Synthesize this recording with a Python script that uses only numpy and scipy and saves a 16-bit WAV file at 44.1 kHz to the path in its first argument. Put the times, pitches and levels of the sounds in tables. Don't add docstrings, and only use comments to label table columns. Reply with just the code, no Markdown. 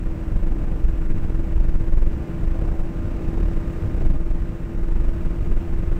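import sys
import numpy as np
from scipy import signal
from scipy.fft import rfft, irfft, next_fast_len
from scipy.io import wavfile
from scipy.ndimage import uniform_filter1d

SR = 44100
rng = np.random.default_rng(int(sys.argv[2]) if len(sys.argv) > 2 else 0)


def to_wav(sig):
    pcm = np.clip(np.atleast_2d(sig), -1, 1) * 32767
    pcm = np.round(pcm).astype(np.int16)
    wavfile.write(sys.argv[1], SR, pcm.T)


N = 264159

# (time [s], strength [dB], hiss level before flutter [dB])
AIRFLOW = [(0, -1, -52.5), (.35, 0.4, -50.5), (.65, 1, -51.5), (1.0, -1, -50.5), (1.3, 0.5, -50.5),
           (1.6, 0.1, -51), (2.0, -0.5, -51), (2.5, 1.2, -50), (2.9, -1, -51), (3.4, 3, -49), (3.7, 0, -49),
           (4.08, 3, -50), (4.2, -1.1, -52.5), (4.5, -1.5, -51.5), (4.75, -0.5, -52), (5.05, 0, -50),
           (5.7, -0.2, -50.5), (6, 1, -50)]
# (frequency [Hz], density [dB per Hz])
RUMBLE_SPECTRUM = [(3, -23), (10, -6.5), (22, -1.5), (32, -5.5), (60, -8.5), (120, -15.5), (170, -25),
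                   (300, -44)]
ROAR_SPECTRUM = [(90, -48.5), (150, 0.5), (200, -1), (300, -5.5), (450, -11.5), (700, -19), (950, -22),
                 (1500, -46)]
HISS_SPECTRUM = [(600, -29.5), (950, -5.5), (1400, -0.5), (2100, -6), (2700, -8.5), (3300, -16.5),
                 (4300, -21.5), (6500, -23.5), (8500, -23), (9800, -30.5), (10800, -33), (11100, -35)]
RUMBLE_BASE_DB, RUMBLE_SHARE = -24.5, 0.7
ROAR_BASE_DB, ROAR_SHARE = -35.5, 1.2

# (multiple of firing rate [ratio], rms level before load and waver [dB], gain per mesh load [dB per dB])
ENGINE_TONES = [(1.0, -39, 0), (2.0, -38.5, 0), (3.0, -54, .3), (3.641, -53, .5), (6.312, -60.5, .2),
                (7.285, -61, .8), (22.5, -80, 1.5)]
# (time [s], level of all engine tones [dB], gear mesh load [dB])
ENGINE_LOAD = [(0, -1.3, -3), (1.6, -1, 0), (2.75, .3, -4), (3.0, .4, 3), (3.9, .8, 3), (4.4, -1.7, .5),
               (6, -.7, 1)]
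START_HZ, GAIN_HZ_PER_S, TOP_HZ = 162.4, 1.12, 168.1
BLUR_RAD, WAVER_DB = 0.07, 0.9

# (time near first deep suction [s], swing [dB], beat rate [Hz], hold at full strength [s])
BUFFET_BURSTS = [(0.061, -15.5, 19.5, 0.0075), (0.321, -17, 24, 0.038), (0.433, -15.5, 23, 0.11),
                 (0.638, -17, 23.8, 0.097), (0.845, -12, 22.6, 0.023), (1.019, -16, 24.3, .04),
                 (1.107, -11.5, 17.2, 0.011), (1.243, -17, 14, .005), (1.351, -15, 20.8, 0.064),
                 (1.563, -12.5, 24, 0.1), (1.749, -10.5, 16.7, 0.027), (1.878, -17, 25, .005),
                 (1.932, -11, 21.8, 0.12), (2.478, -15, 28, 0.019), (2.593, -19, 30, 0.004),
                 (2.683, -15, 27, .005), (2.798, -19.5, 17.4, 0.036), (3.285, -19, 21, 0.05),
                 (3.431, -14, 37.3, 0.022), (3.568, -17, 23.4, .005), (3.981, -18, 29, 0.019),
                 (4.062, -11.5, 24.2, .035), (4.159, -12, 20.6, 0.012), (4.266, -14.5, 23, 0.089),
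                 (4.836, -14, 20.6, 0.012), (4.962, -13.5, 23.5, 0.066), (5.087, -16.5, 16, 0.0034),
                 (5.259, -14, 21.7, 0.015), (5.519, -12, 20.4, 0.022), (5.736, -15.5, 19.4, 0.03),
                 (5.878, -12, 23.2, .035)]
BUFFET_RISE_S, BUFFET_FALL_S = 0.034, 0.034

# (time of peak [s], rms level at peak [dB], centre [Hz], width [octaves], length [s])
GUST_PUFFS = [(1.107, -32.5, 250, 0.35, 0.013), (2.7, -42, 550, 0.58, 0.14), (4.056, -57, 1200, 0.83, .004),
              (4.11, -56, 1200, 1.2, .007)]

# (frequency [Hz], density [dB per Hz])
TYRE_SPECTRUM = [(2500, -21), (4500, 2), (7500, -3), (10500, -11)]
CAR_PASS_S, CAR_PASS_DB, CAR_GROW_DB_PER_S, CAR_GONE_DB_PER_S = 4.12, -68, 4.0, 150

# (frequency [Hz], density [dB per Hz])
CIRCUIT_SPECTRUM = [(1000, -15), (3000, -4), (8300, -2.5), (9800, -4.5), (10800, -14), (11100, -15)]
# (frequency [Hz], rms level before the converter [dB])
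CIRCUIT_WHINE = [(3894, -82), (5600, -81.5), (7400, -82), (9600, -87.5), (10638, -94)]
EDGE_HZ = 15690


def amp(db):
    return 10 ** (np.asarray(db) / 20)


def evened(x):
    return x / np.sqrt(np.mean(x ** 2) + 1e-20)


def curve(rows, column):
    times = [row[0] for row in rows]
    values = [row[column] for row in rows]
    return np.interp(np.arange(N) / SR, times, values)


def drift(rate_hz):
    size = next_fast_len(N // 64 + 2)
    hz = np.fft.rfftfreq(size, 64 / SR)
    spectrum = rfft(rng.standard_normal(size)) * np.exp(-(hz / rate_hz) ** 2)
    slow = evened(irfft(spectrum, size))
    return np.interp(np.arange(N) / 64, np.arange(size), slow)


def coloured(points, patchy_db, size):
    frames = 4 * N // size + 5
    hz = np.fft.rfftfreq(size, 1 / SR)
    real, imaginary, patches = rng.standard_normal((frames, len(hz), 3)).T
    patches = uniform_filter1d(patches, size=8, axis=0)
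    patches = evened(uniform_filter1d(patches, size=8, axis=1))
    f, db = np.transpose(points)
    level_db = np.interp(np.log(hz + 1), np.log(f + 1), db, left=-120, right=-120)
    cells = (real + 1j * imaginary) * amp(level_db[:, None] + patchy_db * patches)
    noise = signal.istft(cells, nperseg=size, noverlap=3 * size // 4)[1]
    return evened(noise[:N])


def wind():
    flutter, lumps = drift(rate_hz=18), drift(rate_hz=17.7)
    strength_db = curve(AIRFLOW, column=1)
    rumble_db = RUMBLE_BASE_DB + RUMBLE_SHARE * strength_db + 2.0 * lumps
    roar_db = ROAR_BASE_DB + ROAR_SHARE * strength_db + 0.34 * flutter
    hiss_db = curve(AIRFLOW, column=2) + 0.32 * flutter
    rumble = amp(rumble_db) * coloured(RUMBLE_SPECTRUM, patchy_db=1.05, size=8192)
    roar = amp(roar_db) * coloured(ROAR_SPECTRUM, patchy_db=1.0, size=2048)
    hiss = amp(hiss_db) * coloured(HISS_SPECTRUM, patchy_db=0.37, size=1024)
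    return rumble + roar + hiss


def engine():
    firing_hz = np.minimum(START_HZ + GAIN_HZ_PER_S * np.arange(N) / SR, TOP_HZ)
    firings = np.cumsum(firing_hz) / SR
    mesh_db = curve(ENGINE_LOAD, column=2)
    tones = np.zeros(N)
    for multiple, db, share in ENGINE_TONES:
        phase = 2 * np.pi * (multiple * firings + rng.random())
        phase = phase + BLUR_RAD * multiple * drift(rate_hz=9)
        level_db = db + share * mesh_db + WAVER_DB * drift(rate_hz=5)
        tones += np.sqrt(2) * amp(level_db) * np.cos(phase)
    return amp(curve(ENGINE_LOAD, column=1)) * tones


def buffeting():
    t, pressure = np.arange(N) / SR, np.zeros(N)
    for start, db, beat_hz, hold in BUFFET_BURSTS:
        near = slice(max(round((start - 0.15) * SR), 0), round((start + 0.35) * SR))
        u = t[near] - start
        rise = np.minimum(u, 0) / BUFFET_RISE_S
        fall = np.maximum(u - hold, 0) / BUFFET_FALL_S
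        swell = np.exp(-0.5 * rise ** 2 - 0.5 * fall ** 2)
        turn = 2 * np.pi * beat_hz * u - 0.28
        swing = np.cos(turn) + 0.3 * np.cos(2 * turn + 0.26)
        pressure[near] -= amp(db) * swell * swing
    return pressure


def gusts():
    size = next_fast_len(N)
    t, hz, puffs = np.arange(N) / SR, np.fft.rfftfreq(size, 1 / SR), np.zeros(N)
    for peak, db, centre_hz, octaves, length in GUST_PUFFS:
        band = np.exp(-0.5 * (np.log2((hz + 1) / centre_hz) / octaves) ** 2)
        noise = evened(irfft(rfft(rng.standard_normal(size)) * band, size))[:N]
        swell = np.exp(-0.5 * ((t - peak) / length) ** 2)
        puffs += amp(db) * noise * swell
    return puffs


def car():
    u = np.arange(N) / SR - CAR_PASS_S
    change_db = np.where(u < 0, CAR_GROW_DB_PER_S * u, -CAR_GONE_DB_PER_S * u)
    return amp(CAR_PASS_DB + change_db) * coloured(TYRE_SPECTRUM, patchy_db=0.0, size=1024)


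def scene():
    return (wind() + engine() + buffeting() + gusts() + car())[None]


def overload(dry):
    span, bias = 0.52, 0.58
    bent = span * (np.tanh(dry / span + bias) - np.tanh(bias))
    return bent * np.cosh(bias) ** 2


def electronics():
    t = np.arange(N) / SR
    sound = amp(-69) * coloured(CIRCUIT_SPECTRUM, patchy_db=0.8, size=1024)
    for hz, db in CIRCUIT_WHINE:
        sound = sound + np.sqrt(2) * amp(db) * np.sin(2 * np.pi * (hz * t + rng.random()))
    return sound


def record(dry):
    bent = overload(dry)
    bent = signal.lfilter(*signal.butter(1, 4, "high", fs=SR), bent)
    bent = bent - 0.0085
    bent = bent + electronics()
    held = np.repeat(bent[:, ::2], 2, axis=1)[:, :N]
    low_pass = signal.firwin(1023, EDGE_HZ, window=("kaiser", 9), fs=SR)
    return signal.oaconvolve(held, low_pass[None], "same")


dry = scene()
out = record(dry)
to_wav(out)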